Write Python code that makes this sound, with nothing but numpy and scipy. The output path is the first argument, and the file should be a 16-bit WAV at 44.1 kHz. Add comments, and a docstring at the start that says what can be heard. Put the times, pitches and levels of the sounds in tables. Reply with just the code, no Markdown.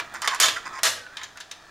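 """Small marbles run down a tower of hard plastic track in a quiet living room, close to a camera.
They start with a thin rolling whirr, light clacks and rattles over joints and bends. At 0.4 s hard
impacts on the track and each other excite the plastic's modes; a marble then sings in its groove until
more hard blows fall at 0.83 s. The room rings briefly after each, and the camera's limiter flattens
the hardest. From about 1 s on, light glassy taps and faint rattles sound over a quieter whirr."""
import sys
import numpy as np
from scipy import signal
from scipy.fft import rfft, irfft, next_fast_len
from scipy.io import wavfile
from scipy.ndimage import uniform_filter1d, minimum_filter1d, map_coordinates

SR = 44100
rng = np.random.default_rng(int(sys.argv[2]) if len(sys.argv) > 2 else 0)


def generate_wav(signal):
    """Clip the signal to [-1, 1] and save it as 16-bit WAV at the path in sys.argv[1]."""
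    frames = np.transpose(np.atleast_2d(signal))
    scaled = np.clip(frames, -1, 1) * 32767
    pcm = np.round(scaled).astype(np.int16)
    wavfile.write(sys.argv[1], SR, pcm)


N = 74970

# steady room tone: frequency_hz, density_db
AIR_SPECTRUM = [(25, 5), (100, 8), (220, 2.5), (450, 4.5), (750, 8.5), (1500, -3.5), (5000, 0.5),
                (15000, -23)]
# reverberation time of the room: frequency_hz, t60_s
ROOM_DECAY = [(150, 1), (400, 0.65), (1000, 0.36), (3000, 0.41), (7000, 0.31), (14000, 0.28)]
# strength of smooth rolling: time_s, level_db
ROLL_LEVELS = [(0, -41.5), (0.09, -49.5), (0.13, -43), (0.2, -46), (0.36, -48.5), (0.63, -47.5),
               (0.7, -41.5), (0.82, -50), (1.0, -57.5), (1.15, -49), (1.45, -56.5), (1.7, -51)]
# whirr of smooth rolling: frequency_hz, density_db
WHIRR_SPECTRUM = [(100, -9), (400, -7.5), (720, 1.5), (950, -2.5), (1500, -2.5), (2350, 1), (2700, -7.5),
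                  (3200, -2.5), (4300, -23), (7000, -20), (10000, -31.5), (16000, -31.5)]
# note of a marble rolling in a groove: time_s, pitch_hz, level_db
GROOVE_NOTE = [(0.54, 1285, -58), (0.573, 1385, -31), (0.605, 1410, -68), (0.68, 1304, -47),
               (0.74, 1295, -42), (0.79, 1293, -67), (0.96, 1681, -44), (1.03, 1516, -50.5),
               (1.09, 1433, -47.5), (1.16, 1604, -53), (1.22, 1782, -48.5), (1.3, 1595, -65)]
# passages through bends: start_s, length_s, level_db, ring_hz, ring_db
BENDS = [(0.144, 0.013, -32, 1420, -9.5), (0.228, 0.035, -30, 1215, -4.5), (0.3, 0.056, -31, 1070, -1),
         (0.559, 0.015, -33, 1060, -10), (0.652, 0.027, -36, 1080, -3), (0.728, 0.058, -37.5, 1050, -3.5),
         (1.187, 0.063, -46.5, 1900, -8), (1.353, 0.031, -55, 1450, 5)]
# hard contacts in a bend: frequency_hz, density_db
RATTLE_SPECTRUM = [(60, -33), (220, -26), (340, -11), (550, -8), (880, 3.5), (1100, -3), (1450, 5),
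                   (2600, -6.5), (4200, -15), (6000, -11), (8000, -14.5), (12000, -32.5), (16000, -44)]
# resonances of the rails: centre_hz, width_hz, boost_db
RAIL_RESONANCES = [(1055, 46, 12), (4780, 210, 12.5), (6200, 550, 3)]
# clack of struck plastic: frequency_hz, density_db
CLACK_SPECTRUM = [(60, -36), (200, -21), (330, -9.5), (520, -5), (1200, 2.5), (2500, 0.5), (3600, 0),
                  (6800, 0), (9500, -5), (13000, -11.5), (16000, -29)]
# damping of that clack: frequency_hz, t60_s
CLACK_DECAY = [(400, 0.094), (1500, 0.12), (4000, 0.13), (8000, 0.049), (14000, 0.039)]
# light taps of marbles against each other: start_s, level_db, body_db, treble_db, ping_hz, ping_db
LIGHT_TAPS = [(1.065, -45, 8.5, -17, 1510, 13), (1.1699, -27, -4, -11, 3800, 0),
              (1.2149, -35, -0.5, -19, 2200, -1), (1.2332, -32, -7, -8, 6540, 1.5),
              (1.2394, -43.5, -10, 0, 7050, 10.5), (1.2384, -37, -0.5, -15, 6130, 5.5),
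              (1.3733, -39, 3, -5, 5470, -7), (1.4025, -38, 4.5, -2, 6190, 1),
              (1.407, -32.5, -13, -7, 1725, -2), (1.5121, -36, -4, -18, 5270, -1),
              (1.514, -32, -6, -3.5, 6130, 0)]
# short modes of the tapped piece: frequency_hz, level_db
TAP_MODES = [(1700, -0.5), (1900, -5.5), (2350, -3.5), (3100, -6), (3750, 1), (4500, -18), (6050, -11),
             (6620, 0), (7950, -15)]
# blows on the track: start_s, level_db, body_db, treble_db, ring_db, note_hz, note_db
TRACK_BLOWS = [(0.0, -28.5, 6.5, -7, -11, 2350, -1), (0.1397, -46.5, 16.5, 10.5, -20, 1450, 7),
               (0.2192, -27.5, 4.5, 0.5, -7, 4640, -5), (0.2500, -40.5, 11, 7, 1, 4700, -1),
               (0.2755, -18.5, 2, -2, -3, 1090, -7), (0.347, -31.5, 0.5, 2, -23, 1077, 7.5),
               (0.391, -37.5, 3, -17, 0, 1880, -20), (0.4007, -6.5, -1.5, 8, 0, 5050, -6),
               (0.4140, -10, -4.5, -5, -7, 2127, -13), (0.4237, -17, 3, -0.5, -21, 5380, -7),
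               (0.4319, -18.5, -3.5, 6, 4.5, 3125, -1), (0.436, -24, 1, 2, 13, 6950, 1),
               (0.4471, -30.5, 7, -12, -9, 6710, 11.5), (0.4584, -19, -4.5, 0, -12, 3636, -2),
               (0.4839, -17, -3, -6, -3.5, 3340, -10.5), (0.7892, -38, 8.5, -5, -22, 1022, -8),
               (0.8326, -6, -1, 7, -3.5, 1883, -6), (0.8409, -16, 2.5, 1, -5, 3440, -6),
               (0.853, -19, -0.5, 7.5, -3, 1640, -6)]
# modes of a track piece: frequency_hz, level_db, t60_s
TRACK_MODES = [(654, -16.5, 0.25), (1045.3, -6, 0.15), (1297, 1.5, 0.081), (1622, -16, 0.29),
               (1723, -0.5, 0.063), (1833, -17, 0.36), (3084, 2, 0.096), (3310, 0.5, 0.07),
               (3570, 4.5, 0.063), (7010, -1, 0.056), (6680, -5.5, 0.11)]
# stereo width: frequency_hz, side_gain_db
STEREO_WIDTH = [(50, -23), (150, -10), (700, -17), (2500, -28.5), (5000, -16.5), (9000, -5.5),
                (15000, -12.5)]
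# position of the marbles: time_s, left_over_right_db
MARBLE_PAN = [(0, 1.5), (0.5, 0.7), (0.75, 2), (1.3, 2.6), (1.7, 3)]
# balance of the microphones: frequency_hz, left_over_right_db
MIC_BALANCE = [(100, -1), (350, -3), (700, -2.5), (1400, -4.5), (3000, -2.5), (5500, -1.7), (14000, -2.5)]


def amp(db):
    """Decibels to amplitude ratio."""
    return 10 ** (np.asarray(db) / 20)


def unit(x):
    """Normalise to rms 1."""
    return x / np.sqrt(np.mean(x ** 2) + 1e-20)


def along(points, hz):
    """Interpolate (frequency_hz, value) points on a logarithmic frequency axis."""
    frequencies, values = np.transpose(points)
    return np.interp(np.log(hz + 1), np.log(frequencies + 1), values)


def curves(rows):
    """Interpolate each column after time_s to one value per sample."""
    times, *columns = np.transpose(rows)
    return [np.interp(np.arange(N) / SR, times, column) for column in columns]


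def fade(t, t60):
    """Exponential decay of 60 dB in t60 seconds."""
    return np.exp(-np.log(1000) * np.maximum(t, 0) / t60)


def filtered(x, gain):
    """Zero-phase filtering: multiply the spectrum by gain(hz)."""
    n = x.shape[-1]
    padded = next_fast_len(n + SR // 10)
    return irfft(rfft(x, padded) * gain(np.fft.rfftfreq(padded, 1 / SR)), padded)[..., :n]


def coloured(x, spectrum):
    """Spectral shaping, normalised to rms 1."""
    return unit(filtered(x, lambda hz: amp(along(spectrum, hz))))


def damped(x, decay):
    """Frequency-dependent damping: each band decays at its own rate."""
    hz, t, bands = signal.stft(x, SR, nperseg=128)
    bands = bands * fade(t, along(decay, hz)[:, None])
    return signal.istft(bands, SR, nperseg=128)[1][..., :x.shape[-1]]


def wobble(knots_per_s):
    """Smooth random modulation: a spline through Gaussian knots."""
    knots = rng.standard_normal(int(N * knots_per_s / SR) + 4)
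    return map_coordinates(knots, [np.arange(N) * knots_per_s / SR])


def add(out, start_s, x):
    """Superposition: mix x into out from start_s."""
    part = out[..., max(round(start_s * SR), 0):][..., :x.shape[-1]]
    part += x[..., :part.shape[-1]]


def room_tone(level_db=-55.5):
    """Stationary coloured noise forms the floor of the quiet room (mid, side)."""
    return amp(level_db) * coloured(rng.standard_normal((2, N)), AIR_SPECTRUM)


def room_mode(pitch_hz=98.2, t60_s=0.57, rise_s=0.073, coupling_db=-38.5):
    """A low standing wave of the room hums faintly, in proportion to each blow."""
    out, t = np.zeros(N), np.arange(SR) / SR
    hum = np.sin(2 * np.pi * pitch_hz * t) * fade(t, t60_s) * (1 - np.exp(-t / rise_s))
    for start_s, level_db, *_ in TRACK_BLOWS:
        add(out, start_s, amp(level_db + coupling_db) * hum)
    return out


def reverberation(direct, level_db=-10.5, build_s=0.0028):
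    """Wall reflections form a diffuse field: convolution with decaying noise (mid, side)."""
    t = np.arange(SR // 2) / SR
    tail = damped(rng.standard_normal((2, len(t))), ROOM_DECAY) * (1 - np.exp(-t / build_s))
    tail /= np.linalg.norm(tail[0])
    return amp(level_db) * signal.fftconvolve(direct[:1], tail, axes=1)[:, :N]


def contacts(spectrum, knocks_per_s=700, spread_db=1, t60_s=0.011):
    """Shot noise: tiny random knocks of a marble on the rails, each ringing briefly (mid, side)."""
    touches = rng.random(N) < knocks_per_s / SR
    strength = amp(spread_db * np.clip(rng.standard_normal(N), -2, 2))
    knocks = touches * strength * rng.choice([-1, 1], N)
    t = np.arange(SR // 20) / SR
    rings = rng.standard_normal((2, len(t))) * fade(t, t60_s)
    return np.array([coloured(signal.fftconvolve(knocks, ring)[:N], spectrum) for ring in rings])


def singing(pitch_hz, waver_hz=26, flutter_db=3, changes_per_s=170):
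    """Driven resonance: rolling sustains a hollow ring, unsteady in pitch and level (mid, side)."""
    phase = 2 * np.pi * np.cumsum(pitch_hz + waver_hz * wobble(changes_per_s)) / SR
    flutter = amp(flutter_db * wobble(changes_per_s))
    return unit(flutter * np.array([np.cos(phase), np.sin(phase)]))


def rolling():
    """Rolling contact radiates a soft whirr and drives a thin, gliding note in the groove."""
    roll_db, = curves(ROLL_LEVELS)
    pitch_hz, groove_db = curves(GROOVE_NOTE)
    return amp(roll_db) * contacts(WHIRR_SPECTRUM) + amp(groove_db) * singing(pitch_hz)


def rail_response(hz, scatter=0.03):
    """Resonance of the rails: bell-shaped peaks of gain, detuned at random on each call."""
    detuning = 1 + scatter * rng.standard_normal(len(RAIL_RESONANCES))
    return amp(sum(boost_db / (1 + (2 * (hz - centre_hz * shift) / width_hz) ** 2)
                   for (centre_hz, width_hz, boost_db), shift in zip(RAIL_RESONANCES, detuning)))


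def rattles(rise_s=0.0051, release_t60_s=0.078):
    """Forced vibration: in a bend, hard contacts excite the rails and the bend's hollow ring."""
    out, t = np.zeros((2, N)), np.arange(N) / SR
    knocks = contacts(RATTLE_SPECTRUM)
    for start_s, length_s, level_db, ring_hz, ring_db in BENDS:
        swell = np.clip((t - start_s) / rise_s, 0, 1) * fade(t - start_s - length_s, release_t60_s)
        rails = unit(filtered(knocks, rail_response))
        out += amp(level_db) * swell * (rails + amp(ring_db) * singing(ring_hz))
    return out


def tilt(hz, body_db, treble_db):
    """The excitation spectrum of one impact, as a gain relative to 3.5 kHz."""
    return amp(along([(1400, body_db), (3500, 0), (7500, treble_db)], hz))


def mode_gains(hz, mode_db, body_db, treble_db, spread_db=2):
    """Modal excitation: an impact weights the modes by its spectrum, with random variation."""
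    strength = amp(mode_db + spread_db * rng.standard_normal(hz.shape))
    return strength * tilt(hz, body_db, treble_db) / np.linalg.norm(amp(mode_db))


def ringing(t, hz, gain, t60_s, waver_hz=20, changes_per_s=125, rise_s=0.0005):
    """Free vibration of damped modes, wavering as the loose pieces shift (mid, side)."""
    hz = np.reshape(hz, (-1, 1))  # one row per mode
    knots = rng.standard_normal((len(hz), 100))
    waver = waver_hz * np.array([np.interp(t * changes_per_s, np.arange(len(k)), k) for k in knots])
    phase = 2 * np.pi * (np.cumsum(hz + waver, axis=1) / SR + rng.random((len(hz), 1)))
    side_shift = np.pi / 2 * rng.choice([-1, 1], (len(hz), 1))
    modes = gain * fade(t, t60_s) * np.sin([phase, phase + side_shift])
    return (1 - np.exp(-t / rise_s)) * modes.sum(1)


def clack(t, body_db, treble_db, crack_db=-6, crack_t60_s=0.0084, cutoff_hz=138):
    """The dense impact transient of struck plastic, with its deep bass removed (mid, side)."""
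    noise = coloured(rng.standard_normal((2, len(t))), CLACK_SPECTRUM)
    burst = damped(filtered(noise, lambda hz: tilt(hz, body_db, treble_db)), CLACK_DECAY)
    crack = 1 + amp(crack_db) * fade(t, crack_t60_s)  # the first instant of contact stands out
    return signal.sosfilt(signal.butter(2, cutoff_hz, "high", fs=SR, output="sos"), burst * crack)


def taps(mode_t60_s=0.05, ping_t60_s=0.031, scatter=0.016, clack_db=-1, cutoff_hz=696):
    """Weak impulses excite a few short modes, a glassy ping and a thin clack."""
    out, t = np.zeros((2, N)), np.arange(SR // 5) / SR
    highpass = signal.butter(1, cutoff_hz, "high", fs=SR, output="sos")
    hz, mode_db = np.transpose(TAP_MODES)[:, :, None]
    for start_s, level_db, body_db, treble_db, ping_hz, ping_db in LIGHT_TAPS:
        gains = mode_gains(hz, mode_db, body_db, treble_db)
        detuned_hz = hz * (1 + scatter * rng.standard_normal(hz.shape))
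        ring = ringing(t, detuned_hz, gains, mode_t60_s)
        ping = ringing(t, ping_hz, amp(ping_db), ping_t60_s)
        thin_clack = amp(clack_db) * signal.sosfilt(highpass, clack(t, body_db, treble_db))
        add(out, start_s, amp(level_db) * (ring + ping + thin_clack))
    return out


def blows(note_t60_s=0.086, ring_trim_db=-0.5):
    """Impact excitation: each blow gives a clack, the track's modes and a note of the struck part."""
    out, t = np.zeros((2, N)), np.arange(SR // 3) / SR
    hz, mode_db, t60_s = np.transpose(TRACK_MODES)[:, :, None]
    for start_s, level_db, body_db, treble_db, ring_db, note_hz, note_db in TRACK_BLOWS:
        gains = amp(ring_db + ring_trim_db) * mode_gains(hz, mode_db, body_db, treble_db)
        note = ringing(t, note_hz, amp(note_db), note_t60_s)
        impact = clack(t, body_db, treble_db) + ringing(t, hz, gains, t60_s) + note
        add(out, start_s, amp(level_db) * impact)
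    return out


def scene():
    """Direct and diffuse sound superpose at two closely spaced microphones (left, right)."""
    track = blows() + taps() + rattles() + rolling()
    mid, side = track + reverberation(track) + room_tone()
    mid = mid + room_mode()
    side = filtered(side, lambda hz: amp(along(STEREO_WIDTH, hz)))
    pan_db, = curves(MARBLE_PAN)
    split = [0.5, -0.5]  # each channel takes half of a level difference
    pair = np.array([mid + side, mid - side]) * amp(np.outer(split, pan_db))
    return filtered(pair, lambda hz: amp(np.outer(split, along(MIC_BALANCE, hz))))


def record(dry):
    """Peak limiting: the camera lowers its gain just ahead of a peak, then limits the bandwidth."""
    ceiling_db, look_ahead_s, recovery_db_per_s, top_hz = -4, 0.00099, 402, 16000
    window = int(look_ahead_s * SR)
    peak_db = 20 * np.log10(np.abs(dry).max(0) + 1e-9)
    held_db = minimum_filter1d(np.minimum(ceiling_db - peak_db, 0), 2 * window)
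    recovery_db = recovery_db_per_s * np.arange(N) / SR
    gain_db = np.minimum.accumulate(held_db - recovery_db) + recovery_db  # caps the rate of rise
    limited = dry * amp(uniform_filter1d(gain_db, window))
    return filtered(limited, lambda hz: hz < top_hz)


dry = scene()
out = record(dry)
generate_wav(out)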